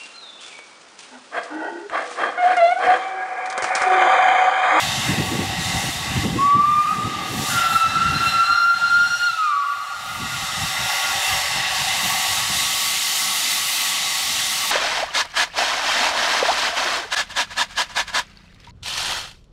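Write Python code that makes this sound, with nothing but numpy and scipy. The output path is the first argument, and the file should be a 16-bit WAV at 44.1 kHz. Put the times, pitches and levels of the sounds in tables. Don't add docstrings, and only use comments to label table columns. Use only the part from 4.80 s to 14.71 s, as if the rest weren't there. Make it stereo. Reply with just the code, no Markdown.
import sys
import numpy as np
from scipy import signal
from scipy.fft import rfft, irfft, next_fast_len
from scipy.io import wavfile
from scipy.ndimage import uniform_filter1d, map_coordinates

SR = 44100
rng = np.random.default_rng(int(sys.argv[2]) if len(sys.argv) > 2 else 0)


def wrap_up_sound(samples):
    columns = np.atleast_2d(samples).T
    tamed = np.clip(columns, -1, 1)
    steps = np.round(tamed * 32767).astype(np.int16)
    wavfile.write(sys.argv[1], SR, steps)


N = 437014


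def amp(db):
    return 10 ** (np.asarray(db) / 20)


def power_db(power):
    return 10 * np.log10(power)


def along(points, hz):
    f, v = np.transpose(points)
    return np.interp(np.log(hz + 1), np.log(f + 1), v)


def curves(rows, t):
    s, *cols = np.transpose(rows)
    return [np.interp(t, s, c) for c in cols]


def wobble(rate, count=N):
    knots = rng.standard_normal(int(count * rate / SR) + 4)
    return map_coordinates(knots, [np.arange(count) * rate / SR])


def wobble_at(t, rate):
    return np.interp(t, np.arange(N) / SR, wobble(rate))


def scatter(depth, rate, count):
    return depth * (wobble(rate, count) + 1j * wobble(rate, count))


def sides(db):
    pair = np.array([amp(db / 2), amp(-db / 2)])
    return pair / pair.mean(axis=0)


def leaning(pair, points):
    m = next_fast_len(N + 8192)
    gains = sides(along(points, np.fft.rfftfreq(m, 1 / SR)))
    return irfft(rfft(pair, m) * gains, m)[:, :N]


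def edge_fade(t, ramp_s):
    return np.clip(np.minimum(t - t[0], t[-1] - t) / ramp_s, 0, 1)


def rush(shape_db, alike, patchy_db, size):
    hz, t, z = signal.stft(rng.standard_normal((2, N)), SR, nperseg=size)
    field = uniform_filter1d(rng.standard_normal(z.shape[1:]), size=14, axis=0)
    field = uniform_filter1d(field, size=4, axis=1)
    turn = np.arccos(np.clip(alike(hz), -1, 1))[:, None] / 2
    mid, side = z[0] * np.cos(turn), z[1] * np.sin(turn)
    gain = amp(shape_db(hz[:, None], t) + patchy_db * field / field.std())
    return signal.istft(np.array([mid + side, mid - side]) * gain, SR, nperseg=size)[1][:, :N]


def steam():
    # time_s, hiss_db, roar_db, body_db
    steam_levels = [(0.0, -31.5, -35, -29), (0.05, -32, -30, -31), (0.19, -34, -33.5, -31),
                    (0.3, -36, -30.5, -29), (0.5, -38, -34.5, -36.5), (0.91, -36, -33, -32.5),
                    (1.1, -38, -35, -32), (1.13, -37.5, -36, -35.5), (1.43, -36, -33, -30.5),
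                    (1.49, -40.5, -34.5, -38), (1.82, -48, -45, -40.5), (2.18, -43.5, -39, -39.5),
                    (2.79, -35, -32.5, -33), (3.04, -40.5, -36.5, -40), (3.45, -37.5, -36, -35.5),
                    (3.92, -47.5, -42.5, -47), (4.0, -41.5, -39, -42), (4.61, -43.5, -45.5, -46),
                    (4.72, -47, -50, -47), (4.99, -52, -45, -45.5), (5.6, -37, -38, -35),
                    (6.12, -34, -31, -29.5), (7.17, -32, -31.5, -29), (8.14, -31.5, -38.5, -32.5),
                    (9.85, -32, -37.5, -31), (9.91, -31.5, -37, -34)]
    # time_s, treble_db
    treble_levels = [(0.0, -36), (0.27, -33.5), (0.38, -40.5), (0.77, -40), (0.85, -35), (1.43, -37.5),
                     (1.54, -44), (1.6, -41), (1.76, -51), (2.12, -43), (2.43, -46.5), (2.7, -30.5),
                     (2.87, -41), (2.95, -38.5), (3.06, -43.5), (3.23, -42), (3.28, -45), (3.5, -40),
                     (3.59, -44.5), (3.92, -49.5), (3.97, -47.5), (4.39, -44.5), (4.83, -54.5),
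                     (5.05, -52.5), (5.66, -35.5), (5.68, -37.5), (5.91, -33), (5.96, -36.5), (6.57, -32),
                     (6.76, -33.5), (6.85, -38), (7.04, -33), (7.45, -29.5), (8.36, -27.5), (9.08, -29.5),
                     (9.91, -29.5)]
    # low_hz, high_hz
    bands_hz = [(600, 1000), (1800, 2250), (2950, 3500), (7500, 14000)]
    # freq_hz, relative_db_per_hz
    valve_jet = [(210, -35), (350, -21), (513, -20), (776, -5.5), (1140, -15.5), (1360, -10.5), (1990, -5),
                 (2260, -10), (3700, -6.5), (4140, -7.5), (8800, -13.5), (11100, -15), (14600, -22.5),
                 (15800, -28)]
    # freq_hz, relative_db_per_hz
    cock_jet = [(71, -47), (120, -15), (235, -13), (491, -22.5), (769, -11), (905, -14.5), (1000, -16),
                (1130, -10.5), (1570, -10), (2010, -4.5), (2320, -6), (3630, -0.5), (4800, -5.5),
                (8900, -10.5), (14200, -18), (15800, -27)]
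    # centre_hz, width_hz, valves_over_jet_db, cocks_over_jet_db
    ridges = [(581, 35, 9, 4), (763, 59, 10, 8), (910, 47, 8.5, 11.5), (1126.3, 17, 21.5, 18),
              (1296, 28, 8, 9.5), (1685, 8.7, 9.5, 3), (1913, 37, 8, 8), (2054, 50, 10, 10.5),
              (2230, 170, -10, -2.5), (2540, 56, 6, 3.5), (2716, 53, 11.5, 5), (2882, 29, 9.5, 6.5),
              (3084, 27, 7.5, 6.5), (2970, 34, -5, -25), (3675, 145, 7, -4.5), (4000, 220, -3, 0),
              (4570, 116, 0.5, 4), (5000, 160, -5.5, -4), (5610, 78, 5.5, 2), (6970, 3100, 0, 0),
              (7400, 280, 2.5, -9)]
    # time_s, cocks_share (0-1)
    opening = [(6.9, 0), (7.4, .5), (8.0, 1)]
    # freq_hz, correlation
    likeness = [(200, .4), (450, .7), (700, .95), (1300, .94), (2400, .88), (4400, .76), (8100, .6),
                (15000, .5)]
    # freq_hz, left_over_right_db
    lean = [(400, 7), (700, 7.5), (1300, 4), (8000, 5), (15000, 4)]

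    def jet_colour(jet, column, hz):
        added = sum(amp(2 * r[column]) / (1 + (2 * (hz - r[0]) / r[1]) ** 2) for r in ridges)
        return along(jet, hz) + power_db(1 + added)

    def shape_db(hz, t):
        hiss_db, roar_db, body_db = curves(steam_levels, t)
        treble_db, = curves(treble_levels, t)
        share = np.clip(curves(opening, t)[0], 0, 1)
        colour = (1 - share) * jet_colour(valve_jet, 2, hz) + share * jet_colour(cock_jet, 3, hz)

        log_centres = np.log(np.prod(bands_hz, axis=1)) / 2
        place = np.interp(np.log(hz + 1), log_centres, np.arange(len(bands_hz)))
        lift = 0
        for k, (db, (lo, hi)) in enumerate(zip([roar_db, body_db, hiss_db, treble_db], bands_hz)):
            inside = (hz[:, 0] > lo) & (hz[:, 0] < hi)
            power = amp(2 * colour[inside]).sum(axis=0) / len(hz)
            lift = lift + np.clip(1 - abs(place - k), 0, 1) * (db - power_db(power))

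        flicker = 1.1 * wobble_at(t, 15) / (1 + (9000 / (hz + 1)) ** 4)
        flicker = flicker + 3.2 * wobble_at(t, 6.6) / (1 + (12000 / (hz + 1)) ** 8)
        swell = (1 - share) * 0.45 * wobble_at(t, 4)
        return colour + lift + flicker + swell

    jets = rush(shape_db, lambda hz: along(likeness, hz), patchy_db=1.13, size=2048)
    return leaning(jets * amp(0.26 * wobble(9)), lean)


def wind():
    # time_s, buffet_db, flutter_over_buffet_db, deep_over_buffet_db
    wind_levels = [(0, -23, -23, -3), (.4, -21.5, 8, -5), (.9, -22.5, -11, 1), (1.3, -24, -14, 3),
                   (1.61, -22, 9, -8), (1.66, -25.5, -1.5, -16), (1.95, -27, -4, -6), (2.06, -31, -15, -6),
                   (2.15, -29, 3, -5), (2.9, -35, -9, -5), (3.03, -40, -16, 0), (3.1, -28, -7, -2),
                   (3.55, -29.5, 0, 0), (3.8, -42.5, -8, 0), (4.3, -34.5, -18, 2), (4.7, -58, -4, 0),
                   (5.1, -49, -11, 10), (5.35, -27.5, -10, 0), (6.1, -40.5, -14, 0), (6.7, -43, -13, 13),
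                   (7.3, -36, -13, -9), (7.9, -37, -23, 11), (8.3, -56, -9, 14), (9.0, -53, -8, 8),
                   (9.6, -48, -18, 13), (9.91, -56, -8, 9)]
    # peak_s, peak_db, length_s, flutter_over_buffet_db
    gusts = [(0.324, -13, 0.045, -8), (0.53, -19, 0.12, 1), (0.79, -23, 0.053, 1.5),
             (1.034, -21.5, 0.15, 4), (1.22, -25, 0.11, -4), (1.463, -15.5, 0.22, -4.5),
             (2.3, -19, 0.17, 3), (2.574, -17, 0.077, 1), (2.75, -22.5, .13, -10), (2.935, -23, 0.04, -2),
             (3.157, -25.5, 0.091, -8), (3.33, -21.5, 0.14, -1), (4.137, -37, 0.13, -3),
             (5.45, -24.5, 0.061, -3), (5.6, -27, 0.089, -17), (5.829, -25.5, 0.11, -10),
             (6.03, -32, 0.062, -11), (6.313, -36, 0.083, -5), (6.54, -26.5, 0.072, -16),
             (6.797, -27, 0.093, -8), (7.033, -28, 0.065, -15), (7.25, -31.5, .2, -6.5),
             (7.553, -31, .2, -28), (7.766, -33, 0.13, -10), (8.81, -40, 0.086, -14), (9.5, -41, 0.27, -22)]
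    # freq_hz, relative_db_per_hz
    buffet_spectrum = [(12, -55), (20, -59), (65, 7), (108, 5.5), (211, 4), (249, 0), (299, -3),
                       (406, -10.5), (560, -16), (730, -39), (1230, -120)]
    # freq_hz, left_over_right_db
    ports = [(40, -0.5), (130, 3), (330, -7.5)]

    def shape_db(hz, t):
        buffet_db, flutter_db, deep_db = curves(wind_levels, t)
        low_power = amp(2 * buffet_db)
        high_power = amp(2 * (buffet_db + flutter_db))
        for s, db, length_s, over_db in gusts:
            swell = amp(2 * db) * np.exp(-(2 * (t - s) / length_s) ** 2)
            low_power = low_power + swell
            high_power = high_power + swell * amp(2 * over_db)
        high_power = high_power * amp(2 * 2.7 * wobble_at(t, 22))

        colour = along(buffet_spectrum, hz)
        colour = colour - power_db(np.mean(amp(2 * colour)))
        deep = deep_db / (1 + ((hz + 1) / 70) ** 4)
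        flutter = power_db(high_power / low_power) / (1 + (230 / (hz + 1)) ** 4)
        return colour + deep + power_db(low_power) + flutter

    shared_db = 1.2 * wobble(17) + 0.93 * wobble(45)
    port_db = 2.12 * np.array([wobble(50), wobble(50)])
    push = rush(shape_db, lambda hz: -.75 + 0 * hz, patchy_db=2.57, size=768)
    highpass = signal.butter(3, 52, "high", fs=SR, output="sos")
    return amp(shared_db + port_db) * signal.sosfilt(highpass, leaning(push, ports))


def whistle():
    # time_s, level_db
    blast_levels = [
        [(1.56, -56), (1.59, -20), (1.63, -14.5), (1.8, -13.5), (1.96, -20), (2.13, -20), (2.17, -47)],
        [(2.69, -41), (2.74, -26), (2.82, -19.5), (3.05, -17.5), (3.3, -21.5), (3.6, -20.5), (3.7, -15.5),
         (3.95, -17), (4.2, -15.5), (4.45, -18), (4.6, -18.5), (4.81, -21), (4.87, -41)],
    ]
    # time_s, pitch_hz
    pitch_track = [(1.57, 1062), (1.65, 1139), (1.75, 1149), (1.9, 1195), (2.05, 1208), (2.15, 1273),
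                   (2.7, 1414), (2.85, 1350), (3.1, 1330), (3.3, 1370), (3.6, 1349), (3.75, 1387),
                   (4.0, 1387), (4.2, 1406), (4.47, 1415), (4.5, 1362), (4.6, 1286), (4.75, 1139),
                   (4.82, 1140), (4.87, 1020)]
    # time_s, roughness (0-1), breath_db, overtone_gain_db
    wetness = [(1.56, 0.15, -52, -10), (1.85, 0.03, -54, -4), (1.96, 0.17, -49, 4.5),
               (2.17, 0.15, -40, -12), (2.68, 0.45, -30, -12), (3.0, 0.46, -39, 5.5),
               (3.25, 0.3, -34.5, -5), (3.5, 0.28, -33, 8.5), (3.8, 0.2, -39.5, -1.5),
               (4.4, 0.29, -39, 0.5), (4.47, 0.15, -45, 1.5), (4.52, 0.23, -46, -3), (4.7, 0, -57, 1),
               (4.87, 0.13, -58, -18)]
    # centre_s, depth_db, width_s
    dips = [(1.776, 4, .015), (1.834, 9, .012), (2.061, 25, 0.004), (2.087, 20, 0.0049), (2.8, 15, 0.018),
            (2.831, 14, 0.0049), (2.852, 12, 0.0061), (2.891, 23, 0.033), (2.93, 17, 0.011),
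            (2.987, 21, .026), (3.12, 25, 0.066), (3.152, 15, 0.0084), (3.182, 27, .012), (3.2, 12, 0.0069),
            (3.25, 8, 0.029), (3.319, 21, .015), (3.352, 26, .017), (3.393, 25, 0.022), (3.446, 13, 0.0084),
            (3.5, 28, 0.044), (3.657, 22, .03), (3.741, 22, 0.013), (3.768, 28, 0.011), (3.794, 13, 0.01),
            (3.956, 9, .015), (3.996, 11, 0.047), (4.093, 12, .015), (4.365, 8.5, 0.11), (4.521, 20, 0.035),
            (4.562, 17, 0.062), (4.702, 12, 0.007)]
    # full_pitch_db, loss_db_per_100_hz below full pitch
    overtones = [(-39.5, 1.5), (-35.5, 6.5), (-40, 16.5), (-58, 20)]
    full_pressure_hz = 1424
    lean_db, sway_db, sway_rate = 6, 2.5, 7.4
    drift_db, drift_rate = 2.5, 11.81
    breath_band = signal.butter(2, [1380, 1750], "band", fs=SR, output="sos")

    out = np.zeros((2, N))
    for rows in blast_levels:
        span = slice(round(rows[0][0] * SR), round(rows[-1][0] * SR))
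        t = np.arange(N)[span] / SR
        count = len(t)
        pitch_hz, = curves(pitch_track, t)
        rough, breath_db, shrill_db = curves(wetness, t)
        tone_db, = curves(rows, t)
        phase = 2 * np.pi * np.cumsum(pitch_hz * (1 + 0.002 * wobble(30.48, count))) / SR

        dip_gain = np.ones(count)
        for s, depth_db, width_s in dips:
            dip_gain *= 1 - (1 - amp(-depth_db)) * np.exp(-((t - s) / (width_s / 2)) ** 2)

        breath = signal.sosfilt(breath_band, rng.standard_normal(count))
        blast = amp(breath_db) * breath / breath.std()

        slack = (full_pressure_hz - pitch_hz) / 100
        gains = [amp(tone_db) * dip_gain]
        for full_db, loss_db in overtones:
            drift = drift_db * wobble(drift_rate, count)
            gains.append(amp(full_db + shrill_db - loss_db * slack + drift))

        for k, gain in enumerate(gains):
            slow = scatter(rough + 0.47 * (k > 0), 40 + 15 * k, count)
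            fast = scatter(.5 * rough, 260, count)
            partial = np.imag((1 + slow + fast) * np.exp(1j * (k + 1) * phase))
            blast = blast + np.sqrt(2) * gain * partial

        lean = sides(lean_db + sway_db * wobble(sway_rate, count))
        out[:, span] = blast * lean * edge_fade(t, 0.0087)
    return out


def valley(x):
    # delay_s, level_db (before the lowpass), smear_s
    echoes = [(.1, -7, 0.074), (.3, -15.5, 0.22), (.66, -19.5, 0.043), (.84, -23, 0.0099),
              (1.1, -22.5, 0.097), (1.4, -29, 0.24), (1.82, -27.5, 0.015)]
    # time_s, gain_db
    gain_curve = [(1.6, 5), (1.8, -7), (2.1, -8), (2.4, -5), (2.7, -4), (3, -4), (3.7, 5.5), (4.5, -16),
                  (4.9, -9), (5.4, -6), (5.9, -1.5), (6.4, 0.5)]
    t = np.arange(int(2.4 * SR)) / SR
    tail = amp(-60 * t / 2.2) * (1 - np.exp(-t / 0.085))
    power = amp(2 * -9) * tail ** 2 / np.sum(tail ** 2)
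    for delay_s, db, smear_s in echoes:
        lump = np.exp(-((t - delay_s) / smear_s) ** 2)
        power += amp(2 * db) * lump / lump.sum()

    a, b = rng.standard_normal((2, len(t))) * np.sqrt(power)
    response = np.array([a, 0.46 * a + 0.39 * b])
    gain = amp(curves(gain_curve, np.arange(N) / SR)[0])
    wet = signal.fftconvolve((x.mean(axis=0) / gain)[None], response, axes=1)[:, :N]
    return gain * signal.sosfilt(signal.butter(1, 3500, fs=SR, output="sos"), wet)


def whine():
    # time_s, pitch_hz, gain_db (on the scattered tone)
    whine_track = [(5.5, 5570, -44), (6.0, 5500, -34), (6.5, 5560, -34), (7.0, 5100, -36), (7.5, 6200, -46)]
    span = slice(round(whine_track[0][0] * SR), round(whine_track[-1][0] * SR))
    t, out = np.arange(N)[span] / SR, np.zeros(N)
    pitch_hz, db = curves(whine_track, t)
    phase = 2 * np.pi * np.cumsum(pitch_hz) / SR
    tone = np.imag(scatter(0.76, 300, len(t)) * np.exp(1j * phase))
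    out[span] = amp(db) * tone * edge_fade(t, 0.14)
    return out * sides(np.array([5.1]))


def scene():
    blasts = whistle()
    return steam() + wind() + blasts + valley(blasts) + whine()


def record(dry):
    top_hz, bounce_gain, delay_s = 15750, .3, 1 / 880
    m = next_fast_len(N + 8192)
    hz = np.fft.rfftfreq(m, 1 / SR)
    treble_band = 1 / (1 + (6200 / (hz + 1)) ** 8) / (1 + (hz / 13000) ** 8)
    bounce = bounce_gain * treble_band * np.exp(-2j * np.pi * hz * delay_s)
    return irfft(rfft(dry, m) * (1 + bounce) * (hz < top_hz), m)[:, :N]


dry = scene()
out = record(dry)
wrap_up_sound(out)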